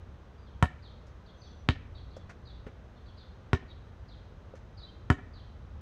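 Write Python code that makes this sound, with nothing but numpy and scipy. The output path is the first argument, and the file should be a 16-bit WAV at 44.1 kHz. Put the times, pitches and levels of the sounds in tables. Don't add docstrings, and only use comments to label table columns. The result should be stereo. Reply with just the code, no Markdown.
import sys
import numpy as np
from scipy import signal
from scipy.io import wavfile

SR = 44100
rng = np.random.default_rng(int(sys.argv[2]) if len(sys.argv) > 2 else 0)


def pcm_store(signal):
    levels = np.round(np.clip(np.atleast_2d(signal), -1, 1) * 32767)
    wavfile.write(sys.argv[1], SR, levels.astype(np.int16).T)


N = 256220


def bounces(contact_s=0.0094, grip_s=0.0015, liftoff_db=-9, ping_re_thump_db=-26.5):
    hits = [(0.626, -9.5, -18.5, 185, -7, 1900, -13.5, 1010, -20.5, -39.5, 0.086),
            (1.6887, -13, -21, 285, -3, 2850, -26, 1460, -42, -37, 0.044),
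            (3.532, -12, -22.5, 395, -7.5, 1480, -26.5, 970, -33.5, -38, -0.048),
            (5.1018, -10, -14, 301, -8.5, 1600, -13, 1740, -22.5, -60, -0.092)]
    # f/Hz, level/dB, t60/s
    shell_modes = [(609, -6, 0.039), (729, -2, 0.044), (848, -8.5, 0.038), (978, 1, 0.024),
                   (1104, 7.5, 0.012), (1310, 3.5, 0.021), (1395, 0, 0.018), (1751, 2, 0.02),
                   (1858, -15, 0.078), (2280, -21, 0.087), (3004, -1, 0.017)]
    # f/Hz, level/dB, t60/s
    flex_modes = [(191, -0.5, 0.074), (285.7, 2, 0.045), (392, -1.5, 0.1), (456, -1, 0.059)]
    out, t = np.zeros((2, N)), seconds(.5)
    grip = 1 - np.exp(-t / grip_s)
    for (s, thump_db, flex_db, flex_hz, slap_db, slap_hz, shell_db, shell_hz,
         coarse_db, fine_db, lag_ms) in hits:
        impact = from_db(thump_db) * thump(t, contact_s) + from_db(slap_db) * slap(t, slap_hz)
        shell = from_db(shell_db) * grip * modes(t, shell_modes, shell_hz, focus_db=7.5)
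        shell += from_db(liftoff_db) * delay(t, shell, contact_s)
        flex = from_db(flex_db) * grip * modes(t, flex_modes, flex_hz, focus_db=23)
        air = from_db(thump_db + ping_re_thump_db) * grip * ping(t, slap_hz)
        coarse = from_db(coarse_db) * grit(t, hz=5430, octaves=0.45)
        fine = from_db(fine_db) * grit(t, hz=8400, octaves=1.0)
        hit = impact + shell + flex + air + coarse + fine
        add(out, s, np.array([delay(t, hit, max(ear * lag_ms, 0) / 1000) for ear in (1, -1)]))
    return out


def thump(t, contact_s, lean=0.63, press=0.08, release=0.36, wobble_db=-8):
    phase = t / contact_s
    onset = 1 - np.exp(-phase / press)
    fade = np.clip((1 - phase) / release + .5, 0, 1)
    squash = -np.cos(2 * np.pi * phase ** lean) * onset * fade
    wobble = -from_db(wobble_db) * ring(np.maximum(t - contact_s, 0), hz=74, t60_s=0.084)
    return cut(squash, 70, "high", order=1) + wobble


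def slap(t, hz, top_hz=4200, t60_cycles=1.45):
    swing = cut(ring(t, hz, t60_cycles / hz), top_hz, "low", order=3)
    return swing / np.abs(swing).max()


def modes(t, table, focus_hz, focus_db):
    return sum(from_db(db) * focus(hz, focus_hz, focus_db) * ring(t, hz, t60) for hz, db, t60 in table)


def ping(t, slap_hz, split=0.0319, count=6):
    # f/Hz, level/dB, t60/s
    air_modes = [(1054, -3, 0.15), (1460, 4, 0.071), (1810, 1.5, 0.22), (2272, -10.5, 0.24),
                 (2690, -12, 0.2), (2970, -11, 0.23), (3250, -10, 0.11), (3780, -4.5, 0.12)]
    out = 0
    for hz, db, t60_s in air_modes:
        partials_hz = hz * (1 + split * (np.linspace(-1, 1, count) + rng.uniform(-.2, .2, count)))
        gain = from_db(db) * focus(hz, slap_hz, focus_db=3) / np.sqrt(count)
        out += gain * sum(rng.choice([-1, 1]) * ring(t, f, t60_s) for f in partials_hz)
    return out


def grit(t, hz, octaves, crack_s=0.00084, crunch_s=0.015, crunch_db=-15):
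    noise = rms_one(band(rng.standard_normal(len(t)), hz, octaves))
    return noise * (np.exp(-t / crack_s) + from_db(crunch_db) * np.exp(-t / crunch_s))


def handling(pat_t60_s=0.017, pat_rise_s=0.0012):
    # t/s, relative level/dB, f/Hz
    pats = [(2.1672, -34, 560), (2.6664, -31.5, 208), (2.67, -35, 445), (4.538, -35, 530)]
    # t/s, length/s, rub/dB, hiss/dB
    scuffs = [(1.064, 0.039, -64, -72.5), (2.164, 0.015, -58.5, -60), (2.293, 0.027, -49, -64.5),
              (2.664, 0.022, -51, -74), (4.551, 0.032, -59.5, -68.5)]
    out, t = np.zeros((2, N)), seconds(.2)
    for s, db, hz in pats:
        add(out, s, 2 * from_db(db) * ring(t, hz, pat_t60_s) * (1 - np.exp(-t / pat_rise_s)))
    for s, length_s, rub_db, hiss_db in scuffs:
        rub = from_db(rub_db) * friction(t, hz=1220, octaves=1.4)
        hiss = from_db(hiss_db) * friction(t, hz=5430, octaves=0.59)
        envelope = np.minimum(8 * t / length_s, 1) * np.exp(-(t / length_s) ** 2)
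        add(out, s, (rub + hiss) * envelope)
    return out


def friction(t, hz, octaves, spread_db=5):
    noise = rng.standard_normal((2, len(t))) * from_db(spread_db * rng.standard_normal(len(t)))
    return rms_one(band(noise + 2 * noise.mean(axis=0), hz, octaves))


def street(x, scatter_db=-11, tail_db=-28, kerb_db=-17):
    # f/Hz, relative level/dB
    scatter_spectrum = [(60, 4), (150, 5), (400, 7), (1000, 7), (2000, -2), (4000, 0), (8000, 4),
                        (15000, -6)]
    # f/Hz, t60/s
    scatter_t60 = [(60, 0.076), (300, 0.11), (1000, 0.08), (2000, 0.12), (5000, 0.18), (15000, 0.024)]
    # f/Hz, relative level/dB
    tail_spectrum = [(60, -11), (250, 0.5), (800, -19), (2000, 4), (4000, -2), (8000, 9.5), (15000, -28)]
    # t/s, kerb delay/s, house delay/s, house level/dB
    echoes = [(0.626, .0305, 0.073, -29), (1.6887, 0.019, 0.065, -28.5), (3.532, 0.018, 0.09, -26.5),
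              (5.102, .0225, 0.08, -24.5)]
    mono = x.mean(axis=0)
    short_waves = cut(mono, 170, "high")
    scatter = reverberate(short_waves, scatter_spectrum, scatter_t60, build_s=0.0054, length_s=.25)
    tail = reverberate(mono, tail_spectrum, t60s=[(100, 0.47), (2000, 0.55), (8000, 0.25)],
                       build_s=0.075, length_s=0.95)
    houses = reverberate(mono, spectrum=[(100, 0.0078), (8000, 0.0038)],
                         t60s=[(100, 0.042), (8000, 0.043)], build_s=0.0052, length_s=.1)
    houses = cut(houses, 3000, "low", order=3)
    kerb = from_db(kerb_db) * band(x, hz=2700, octaves=1.4)
    out = x + from_db(scatter_db) * scatter + from_db(tail_db) * tail
    for s, kerb_s, house_s, house_db in echoes:
        start_s = s - .02
        bounce = slice(round(start_s * SR), round((start_s + .25) * SR))
        add(out, start_s + kerb_s, kerb[:, bounce])
        add(out, start_s + house_s, from_db(house_db) * houses[:, bounce])
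    return out


def birds(end_hz=3110, upper_ratio=1.3, lower_db=-1.5, upper_db=-6, direct_db=-2, wet_db=-1):
    # t/s, length/s, relative level/dB
    chirp_calls = [(0.467, 0.032, -66), (0.821, 0.077, -59.5), (1.256, 0.062, -64), (1.412, 0.082, -60.5),
                   (1.944, 0.061, -60), (2.104, 0.073, -66.5), (2.449, 0.078, -59.5), (2.959, 0.042, -69),
                   (3.053, 0.057, -65), (3.167, 0.078, -61), (3.678, 0.058, -64), (4.077, 0.079, -62.5),
                   (4.767, 0.094, -58.5), (5.329, 0.085, -62)]
    # t/s, length/s, end f/Hz, relative level/dB
    whistle_calls = [(.37, 0.11, 4710, -76), (1.36, 0.19, 6020, -71.5), (1.44, .1, 5460, -77),
                     (1.49, .18, 5880, -77.5), (3.70, 0.029, 3790, -57), (4.83, 0.033, 3920, -50),
                     (4.872, 0.038, 3150, -60)]
    lower = [(s, length_s, end_hz, db + lower_db) for s, length_s, db in chirp_calls]
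    upper = [(s, length_s * .8, end_hz * upper_ratio, db + upper_db) for s, length_s, db in chirp_calls]
    chirps = song(lower, fall_oct_per_s=7.0, warble=0.03, warble_hz=346, wander=0.0357)
    chirps += song(upper, fall_oct_per_s=4.3, warble=0.025, warble_hz=348, wander=0.021)
    whistles = song(whistle_calls, fall_oct_per_s=0.15, warble=0.008, warble_hz=200, wander=0.003)
    leaves = reverberate(chirps + from_db(-10) * whistles, spectrum=[(2000, 0), (8000, 0)],
                         t60s=[(3000, .65), (6000, .45)], build_s=.015, length_s=.7)
    return from_db(direct_db) * (chirps + whistles) + from_db(wet_db) * leaves


def song(calls, fall_oct_per_s, warble, warble_hz, wander, wander_hz=45, effort_db=3):
    out = np.zeros((1, N))
    for s, length_s, end_hz, db in calls:
        t = seconds(length_s)
        fast, slow, effort = [rms_one(cut(rng.standard_normal(len(t)), rate_hz, "low"))
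                              for rate_hz in (warble_hz, wander_hz, wander_hz)]
        glide_hz = end_hz * 2 ** (fall_oct_per_s * (length_s - t))
        hz = glide_hz * (1 + warble * fast + wander * (slow - slow.mean()))
        envelope = signal.windows.tukey(len(t), .3) * rms_one(from_db(effort_db * effort))
        add(out, s, from_db(db) * np.sqrt(2) * envelope * np.sin(2 * np.pi * np.cumsum(hz) / SR))
    return out


def background(rumble_db=-49, swell_share=0.61, wash_db=-56):
    # f/Hz, relative density/dB
    rumble_spectrum = [(20, -6), (35, -4), (55, 5.5), (85, 4.5), (115, -2.5), (160, -23), (250, -15),
                       (600, -83)]
    # f/Hz, relative density/dB
    wash_spectrum = [(50, -23), (170, 4), (280, -4), (500, -2), (750, -7.5), (1300, -7.5), (2400, -19.5),
                     (3500, -20), (5000, -31), (6800, -24), (8500, -84), (10500, -45.5), (15500, -49.5)]
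    # t/s, level/dB
    contour = [(0.0, -49), (0.31, -56.5), (0.68, -50), (1.28, -55), (1.76, -48), (3.23, -53.5), (3.67, -49),
               (4.09, -52), (5.8, -48)]
    t = np.arange(N) / SR
    s, db = np.transpose(contour)
    swell_db = swell_share * np.interp(t, s, db - db.mean())
    rumble = from_db(rumble_db + swell_db) * stereo_noise(rumble_spectrum, t)
    return rumble + from_db(wash_db) * stereo_noise(wash_spectrum, t)


def breeze(band_hz=(35, 100)):
    # peak t/s, 1/e half-width/s, level/dB
    gusts = [(2.042, 0.39, -44), (5.757, 0.091, -43)]
    t = np.arange(N) / SR
    strength = sum(from_db(db) * np.exp(-((t - s) / width_s) ** 2) for s, width_s, db in gusts)
    return strength * rms_one(cut(rng.standard_normal(N), band_hz, "band")) * [[1], [0]]


def reverberate(x, spectrum, t60s, build_s, length_s):
    t = seconds(length_s)
    build = 1 - np.exp(-(t / build_s) ** 2)
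    response = rms_one(stereo_noise(spectrum, t, t60s) * build) / np.sqrt(len(t))
    return signal.fftconvolve(np.atleast_2d(x), response, axes=1)[:, :N]


def stereo_noise(spectrum, t, t60s=None):
    # f/Hz, left-right correlation
    likeness = [(30, 0.66), (80, 1), (250, 0.86), (600, 0.44), (1200, 0), (2500, 0), (8000, 0.017),
                (15000, 0)]
    out, edges_hz = 0, 20 * 2 ** (np.arange(30) / 3)
    white = rng.standard_normal((2, 2, len(t) + SR // 10))
    for k, (low, high) in enumerate(zip(edges_hz, edges_hz[1:])):
        mid, side = cut(white[k % 2], [low, high], "band")[:, -len(t):]
        hz = np.sqrt(low * high)
        alike = at_hz(likeness, hz)
        decay_db = 60 * t / at_hz(t60s, hz) if t60s else 0
        gain = from_db(at_hz(spectrum, hz) - decay_db)
        out += gain * (np.sqrt(1 + alike) * mid + np.sqrt(1 - alike) * side * [[1], [-1]])
    return rms_one(out)


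def ring(t, hz, t60_s):
    return -np.sin(2 * np.pi * hz * t) * from_db(-60 * t / t60_s)


def focus(hz, focus_hz, focus_db):
    return from_db(-focus_db * min(abs(np.log2(hz / focus_hz)), 1))


def band(x, hz, octaves):
    half = 2 ** (octaves / 2)
    return cut(x, [hz / half, hz * half], "band")


def cut(x, hz, kind, order=2):
    return signal.sosfilt(signal.butter(order, hz, kind, fs=SR, output="sos"), x + 1e-18)


def delay(t, x, s):
    return np.interp(t - s, t, x, left=0)


def add(out, s, sound):
    i = round(s * SR)
    out[:, i:i + sound.shape[-1]] += sound[..., :N - i]


def at_hz(points, hz):
    table_hz, values = np.transpose(points)
    return np.interp(np.log(hz), np.log(table_hz), values)


def from_db(db):
    return 10 ** (np.asarray(db) / 20)


def rms_one(x):
    return x / np.sqrt(np.mean(x ** 2) + 1e-20)


def seconds(length_s):
    return np.arange(int(length_s * SR)) / SR


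def scene():
    return street(bounces() + handling()) + birds() + background() + breeze()


def record(dry, tilt_db=-14, cutoff_hz=15700):
    treble = from_db(tilt_db) * cut(dry, [1700, 6000], "band", order=1)
    rounded = np.tanh(dry + treble * [[1], [-1]])
    return signal.sosfilt(signal.ellip(10, .1, 80, cutoff_hz, fs=SR, output="sos"), rounded)


dry = scene()
out = record(dry)
pcm_store(out)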